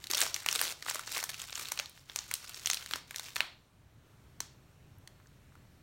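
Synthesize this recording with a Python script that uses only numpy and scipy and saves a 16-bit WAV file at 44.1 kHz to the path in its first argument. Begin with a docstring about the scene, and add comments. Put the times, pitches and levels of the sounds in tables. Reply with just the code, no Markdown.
"""Quiet room, small microphone close by: two hands tear a thin plastic wrapper open and crumple it.
Each buckling crease gives a snap of coloured noise a few ms long; countless smaller ones make the rustle.
The seam rips in quick slips, and the pouch pops softly as damped low tones.
The dropped wrapper clicks once more as it relaxes, then ticks faintly, over shaped-noise rumble and hiss."""
import sys
import numpy as np
from scipy import signal
from scipy.fft import rfft, irfft
from scipy.io import wavfile
from scipy.ndimage import uniform_filter1d

SR = 44100
rng = np.random.default_rng(int(sys.argv[2]) if len(sys.argv) > 2 else 0)


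def gain_from_decibels(decibels):
    """Convert decibel values to linear amplitude factors."""
    exponent = np.asarray(decibels, float) / 20
    return 10 ** exponent


def store_wav(level_fs):
    """Save 16-bit WAV to argv[1]."""
    pcm = np.round(np.clip(np.atleast_2d(level_fs), -1, 1) * 32767)
    wavfile.write(sys.argv[1], SR, pcm.T.astype(np.int16))


N = 256838

# how hard the hands work the wrapper: (time [s], rustle level [dB])
HANDLING = [(0.0, -59), (0.091, -61), (0.127, -35.5), (0.222, -29.5), (0.322, -47), (0.436, -46),
            (0.644, -32.5), (0.707, -46.5), (0.76, -65.5), (0.887, -39.5), (1.036, -48.5), (1.167, -35),
            (1.24, -52), (1.421, -41), (1.51, -51), (1.613, -37), (1.706, -49), (1.81, -51.5), (1.9, -67.5),
            (1.985, -54), (2.06, -66), (2.12, -52), (2.39, -51), (2.469, -47), (2.6, -46), (2.723, -45.5),
            (2.862, -52), (2.95, -42), (3.04, -69.5), (3.198, -46), (3.34, -52.5), (3.375, -43.5),
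            (3.449, -64)]
# colour of crumpled film: (frequency [Hz], relative density [dB per Hz])
FILM_COLOUR = [(88, -44.5), (150, -8), (683, -13.5), (767, -13.5), (1320, -8), (2770, -6), (3230, -8.5),
               (3780, -5), (6140, -6), (13400, -14.5), (15600, -14)]
SNAP_T60_S = 0.011  # typical; small panels ring shorter, large ones longer


def evened(x):
    """Scales to rms 1."""
    return x / np.sqrt(np.mean(x ** 2, axis=-1, keepdims=True) + 1e-20)


def read(points, hz):
    """Reads a table on a log-frequency axis."""
    f, value = np.transpose(points)
    return np.interp(np.log(hz + 1), np.log(f + 1), value)


def bump(hz, centre_hz, octaves):
    """A rounded peak on a log-frequency axis, top 1."""
    return np.exp(-.5 * (np.log2((hz + 1) / centre_hz) / octaves) ** 2)


def bursts(colour_db, t60_s, rise_s):
    """One sharp crack, then dying coloured noise, a row; energy of 2 ms at rms 1; thin film radiates no bass."""
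    t, spectrum = np.arange(1024) / SR, gain_from_decibels(colour_db)
    noise = rng.standard_normal((len(colour_db), 1024))
    ring = evened(irfft(rfft(noise) * spectrum))
    ring = ring * (1 - np.exp(-t / rise_s)) * gain_from_decibels(-60 * t / t60_s)
    crack = np.roll(irfft(spectrum * 1j), 12, axis=1) * (t < .0006)
    crack = crack / abs(crack).max(axis=1, keepdims=True)
    shaped = signal.lfilter(*signal.butter(2, 420, "high", fs=SR), ring + 0.64 * crack)
    return shaped / np.linalg.norm(shaped, axis=1, keepdims=True) * np.sqrt(.002 * SR)


def placed(times_s, sounds):
    """Lays one sound a row on the time line, overlaps adding."""
    out = np.zeros(N + sounds.shape[1])
    first = np.round(times_s * SR).astype(int)[:, None]
    np.add.at(out, first + np.arange(sounds.shape[1]), sounds)
    return out[:N]


def quiet():
    """Low rumble of the house and hiss: shaped noise, gently patchy in time and frequency."""
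    # (frequency [Hz], relative density [dB per Hz])
    floor_colour = [(15, -25), (25, -11), (86, -3), (140, -3), (174, -11), (434, -18.5), (471, -22),
                    (633, -20), (686, -22.5), (1420, -24.5), (3640, -31), (15600, -40.5)]
    level_db = -59.5  # rms
    hz = np.fft.rfftfreq(2048, 1 / SR)
    real, imag, patches = rng.standard_normal((N // 512 + 5, 1025, 3)).T
    patches = uniform_filter1d(patches, size=24, axis=0)
    patches = uniform_filter1d(patches, size=8, axis=1)
    colour_db = read(floor_colour, hz)[:, None] + patches / patches.std()
    z = (real + 1j * imag) * gain_from_decibels(colour_db)
    noise = signal.istft(z, nperseg=2048, noverlap=1536)[1][:N]
    return gain_from_decibels(level_db) * evened(noise)


def rustle():
    """Many small creases of uneven size; large panels thud low and long, and the busy panels keep changing."""
    creases_per_s = 700
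    s, level_db = np.transpose(HANDLING)
    t, hz = np.arange(N) / SR, np.fft.rfftfreq(1024, 1 / SR)
    pitch_hz = np.geomspace(400, 11000, 24)[:, None]
    colour_db = read(FILM_COLOUR, hz) + 10 * bump(hz, pitch_hz, 0.51)
    kinds = evened(bursts(colour_db, SNAP_T60_S * (3000 / pitch_hz) ** 0.5, 0.00054))
    size = gain_from_decibels(2.94 * np.minimum(rng.exponential(1, N), 4))
    size *= rng.random(N) < creases_per_s / SR
    kind = rng.integers(0, len(kinds), N)
    # each block of 2048 samples favours other panels, neighbours in pitch alike
    busy = uniform_filter1d(rng.standard_normal((N // 2048 + 2, len(kinds))), size=3, axis=1)
    size *= gain_from_decibels(3.2 * evened(busy)[np.arange(N) // 2048, kind])
    crackle = sum(signal.oaconvolve(size * (kind == k), kinds[k])[:N] for k in range(len(kinds)))
    return evened(crackle) * gain_from_decibels(np.interp(t, s, level_db, right=-120))


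def film(hz, edges_hz):
    """Colour of the film with each band scaled to the same power."""
    band, power = np.digitize(hz, edges_hz), gain_from_decibels(2 * read(FILM_COLOUR, hz))
    return 10 * np.log10(power / np.bincount(band, power)[band])


def lesser(count=45):
    """Rows like those of the loud snaps, drawn by chance; the harder the handling, the stronger."""
    firm_rustle_db, firm_snap_db, snap_db_per_rustle_db = -39.5, -29, 1.34
    level_spread_db, colour_spread_db = 3, 8.5
    low_hz, high_hz = 1300, 9000
    s, level_db = np.transpose(HANDLING)
    when, pitch = rng.random((count, 2)).T
    size, body, treble = rng.standard_normal((count, 3)).T
    at_s = s[-1] * (np.arange(count) + when) / count
    grip_db = np.interp(at_s, s, level_db) - firm_rustle_db
    db = firm_snap_db + snap_db_per_rustle_db * grip_db + level_spread_db * size
    pitch_hz = low_hz * (high_hz / low_hz) ** pitch
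    return np.transpose([at_s, db, pitch_hz, colour_spread_db * body - 13.5, colour_spread_db * treble - 9.5])


def snaps():
    """Each crease flips over at once and rings the panel beside it; returns near sound and what the walls get."""
    # loudest creases, and lone ones in the pauses: (time [s], level [dB], panel pitch [Hz],
    # body under 2 kHz [dB re middle], treble from an octave over the pitch, 4.8-8 kHz [dB re middle])
    loud_creases = [(0.041, -35, 3840, -6, -3), (0.0698, -35, 4040, -15, -2),
                    (0.1123, -22.5, 6470, -11.5, 4), (0.135, -21, 4930, -1, -19),
                    (0.1469, -21, 3730, -15.5, -2.5), (0.1515, -22, 5700, -9, -3),
                    (0.174, -23.5, 5140, -13.5, 10), (0.1798, -22, 3900, -15, -21.5),
                    (0.2051, -19.5, 4100, -12, 10), (0.2136, -23, 3520, -1, 3.5),
                    (0.233, -25.5, 8000, -2.5, -5), (0.2643, -26.5, 5580, 6, 0),
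                    (0.3432, -20.5, 5940, -36.5, -6), (0.363, -27, 1610, -3, -1.5),
                    (0.4619, -20, 2850, 4.5, 0.5), (0.4871, -16, 2670, -5.5, -1),
                    (0.5126, -24, 6200, -17, -9), (0.527, -21.5, 5800, -11, 3.5),
                    (0.5524, -22.5, 3950, -5, 1.5), (0.5584, -20.5, 3740, -4, -4),
                    (0.6142, -16.5, 4700, 5.5, 8.5), (0.8247, -31.5, 4850, 3, -5.5),
                    (0.8638, -31.5, 1290, 0, -13), (0.8845, -27.5, 1300, 4, -14.5),
                    (0.898, -23, 7400, -9, 0), (0.911, -29, 6660, 3.5, -16), (0.946, -26.5, 6900, -10, 3.5),
                    (0.9566, -27, 1220, 2.5, 4), (0.994, -28, 1300, 0, -1.5), (1.076, -31.5, 4770, 3, -8),
                    (1.1142, -35, 5130, -2.5, -11), (1.1642, -27.5, 1772, 1, 0),
                    (1.1715, -26.5, 6700, 4, -7), (1.1789, -26, 2000, 4, 6.5), (1.1896, -29, 2020, 1, -2),
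                    (1.2279, -28, 4450, 3.5, 0.5), (1.2392, -23, 5940, 0.5, 6),
                    (1.4001, -33.5, 3250, -20, -10), (1.497, -37, 1300, -10, -12),
                    (1.527, -31, 4500, 0.5, -23.5), (1.5548, -28, 6640, -14, -18),
                    (1.6856, -32, 3970, -24, 2), (1.7194, -22, 6140, 1.5, 2),
                    (1.775, -30.5, 2480, -3, -7.5), (1.7905, -23.5, 6240, -9, -21),
                    (1.7978, -22.5, 2520, -3, -4), (1.8586, -35, 4030, -16, -7),
                    (1.8955, -43, 6900, -32, 12.5), (2.0977, -34.5, 3320, -3, -26),
                    (2.1599, -21.5, 6830, -1, -1), (2.1887, -25, 6400, -9, -31),
                    (2.313, -25, 1550, -3.5, -1.5), (2.3392, -19.5, 9500, -28, -0.5),
                    (2.3531, -33, 6630, -11, -13), (2.6593, -19, 6200, -13.5, -4.5),
                    (2.672, -21, 3100, -10, 1), (2.7, -18, 3650, -4.5, -1.5),
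                    (2.7125, -20.5, 6460, -9, -16), (2.7327, -22.5, 2950, -7, 3),
                    (2.7443, -23.5, 4130, -21, 5), (2.7712, -28.5, 2860, -14, -19.5),
                    (2.8613, -33, 1820, -17, -3.5), (2.9106, -28.5, 1400, -5.5, 1),
                    (2.9355, -20.5, 3020, -2.5, -10), (2.9578, -29, 5450, 7, -2.5),
                    (3.1091, -32.5, 2250, 4.5, 1), (3.1443, -36, 2414, -1.8, -9),
                    (3.1603, -27, 5560, -7, -2.5), (3.1959, -28.5, 4100, -0.5, -0.5),
                    (3.359, -25, 4430, 0.5, -3), (3.3641, -22.5, 2480, 1.5, -2),
                    (3.4054, -15, 2450, -4.5, -11), (4.4041, -26.5, 6300, -2.5, -5)]
    s, db, pitch_hz, body_db, treble_db = np.vstack([loud_creases, lesser()]).T[:, :, None]
    hz = np.fft.rfftfreq(1024, 1 / SR)
    treble_from_hz = np.clip(2 * pitch_hz, 4800, 8000)
    bands_db = film(hz, [2000, 8000]) + body_db * (hz < 2000) + treble_db * (hz >= treble_from_hz)
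    colour_db = uniform_filter1d(bands_db, size=31, axis=1) + 5 * bump(hz, pitch_hz, 0.88)
    t60_s = SNAP_T60_S * gain_from_decibels(0.83 * rng.standard_normal((len(s), 1)))
    near = gain_from_decibels(db) * bursts(colour_db + 7 * bump(hz, pitch_hz, 0.13), t60_s, 0.00012)
    # summed over all directions the dips of a snap even out: a smooth click of the same energy
    smooth = np.roll(irfft(gain_from_decibels(colour_db + 1.9 * bump(hz, pitch_hz, 0.1))), 64, axis=1)
    smooth *= np.linalg.norm(near, axis=1, keepdims=True) / np.linalg.norm(smooth, axis=1, keepdims=True)
    return placed(s[:, 0], near), placed(s[:, 0], smooth)


def rips():
    """A tearing seam sticks and slips at an uneven, quick pace, each slip a burst of film noise."""
    # (start [s], end [s], slip rate [1/s], first level [dB], last level [dB], mid pitch [Hz])
    seam_tears = [(0.1, 0.115, 330, -31.5, -36, 2970), (0.22, 0.227, 500, -28, -31.5, 3000),
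                  (0.631, 0.726, 165, -29, -33.5, 4700), (1.292, 1.307, 340, -30.5, -38, 2600)]
    hz, out = np.fft.rfftfreq(1024, 1 / SR), np.zeros(N)
    for start, end, rate, first_db, last_db, seam_hz in seam_tears:
        step, size, pitch = rng.standard_normal((40, 3)).T
        s = start + (np.arange(40) + 0.22 * step) / rate
        # slips past the end are silenced
        db = np.interp(s, [start, end], [first_db, last_db], right=-150) + 0.83 * size
        slip_hz = seam_hz * gain_from_decibels(2.5 * pitch[:, None])
        colour_db = read(FILM_COLOUR, hz) + 6 * bump(hz, slip_hz, 0.17)
        out += placed(s, gain_from_decibels(db)[:, None] * bursts(colour_db, SNAP_T60_S, 0.00036))
    return out


def pops():
    """The pouch's air pocket pops as a wall caves in: a soft-edged, quickly damped low tone."""
    # (time [s], level [dB, about the envelope peak], pitch [Hz])
    cave_ins = [(0.1, -39, 367), (0.148, -39, 590), (0.229, -31.5, 663), (0.486, -50, 400),
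                (0.56, -40.5, 440), (0.611, -44, 495), (0.945, -42, 620), (1.164, -40, 548),
                (1.796, -41, 575), (2.941, -46.5, 302), (3.402, -41, 627), (4.404, -51.5, 350)]
    s, db, pitch_hz = np.transpose(cave_ins)[:, :, None]
    t = np.arange(2048) / SR
    swell = t / 0.0036 * np.exp(1 - t / 0.0034)
    return placed(s[:, 0], gain_from_decibels(db) * swell * np.sin(2 * np.pi * pitch_hz * t))


def ticks():
    """Faint clicks in the quiet afterwards: noise bursts peaked round one pitch."""
    # (time [s], level [dB], pitch [Hz], width [octaves])
    faint_clicks = [(4.984, -60, 12600, 0.68), (5.075, -43, 3250, 1.7), (5.2, -58, 1560, 0.36),
                    (5.259, -60, 1650, 0.3), (5.271, -58.5, 5100, 0.91), (5.522, -61, 1500, 0.23),
                    (5.554, -52.5, 1450, 0.15)]
    s, db, pitch_hz, octaves = np.transpose(faint_clicks)[:, :, None]
    hz = np.fft.rfftfreq(1024, 1 / SR)
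    return placed(s[:, 0], gain_from_decibels(db) * bursts(36 * bump(hz, pitch_hz, octaves), 0.01, 0.00049))


def room(x):
    """Walls as three dense noise tails that take turns, so that like snaps do not echo alike."""
    # (frequency [Hz], t60 [s])
    wall_decay = [(300, 0.59), (1500, 0.31), (4200, 0.4), (6500, 0.33), (12000, 0.23)]
    hz, t, z = signal.stft(rng.standard_normal((3, SR // 2)), SR, nperseg=128)
    decay = gain_from_decibels(-60 * t / read(wall_decay, hz)[:, None])
    tails = signal.istft(z * decay, SR, nperseg=128)[1]
    tails = tails * np.clip(np.arange(tails.shape[1]) / SR / 0.0046, 0, 1)  # 4.6 ms fade-in
    turn_rad = np.arange(N) / SR * 9 + np.arange(3)[:, None] * np.pi / 3
    fed = x * np.sin(turn_rad) * np.sqrt(2 / 3)  # the three powers sum to that of x
    return signal.fftconvolve(fed, tails / np.linalg.norm(tails[0]), axes=1)[:, :N].sum(axis=0)


def scene():
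    """The wrapper, its echo off the walls, and the quiet room."""
    near, smooth = snaps()
    ticks_near = ticks()
    small = rustle() + rips() + pops()
    echo = gain_from_decibels(-11) * room(smooth + small + gain_from_decibels(-5) * ticks_near)
    return (near + small + echo + ticks_near + quiet())[None]


def band_limit(x):
    """A steep low-pass at the top of the band."""
    return signal.sosfilt(signal.butter(12, 16990, fs=SR, output="sos"), x)


def record(dry):
    """Two dips of the microphone housing, nothing over 15.9 kHz; slow gain control lags the loud part."""
    hz = np.fft.rfftfreq(N, 1 / SR)
    housing_db = -4 * bump(hz, 4900, 0.051) - 4.6 * bump(hz, 10350, 0.04)
    heard = irfft(rfft(dry) * gain_from_decibels(housing_db) * (hz < 15900), N)
    recent = signal.oaconvolve(heard[0] ** 2, np.ones(28000) / 28000)[:N]  # mean power of the last 0.63 s
    over_db = np.clip(10 * np.log10(abs(recent) + 1e-12) + 52, 0, 6)
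    reduction = gain_from_decibels(.5 * uniform_filter1d(over_db, size=4410))  # half the excess over -52 dB, 3 dB at most
    return band_limit(heard / reduction)


dry = scene()
out = record(dry)
store_wav(out)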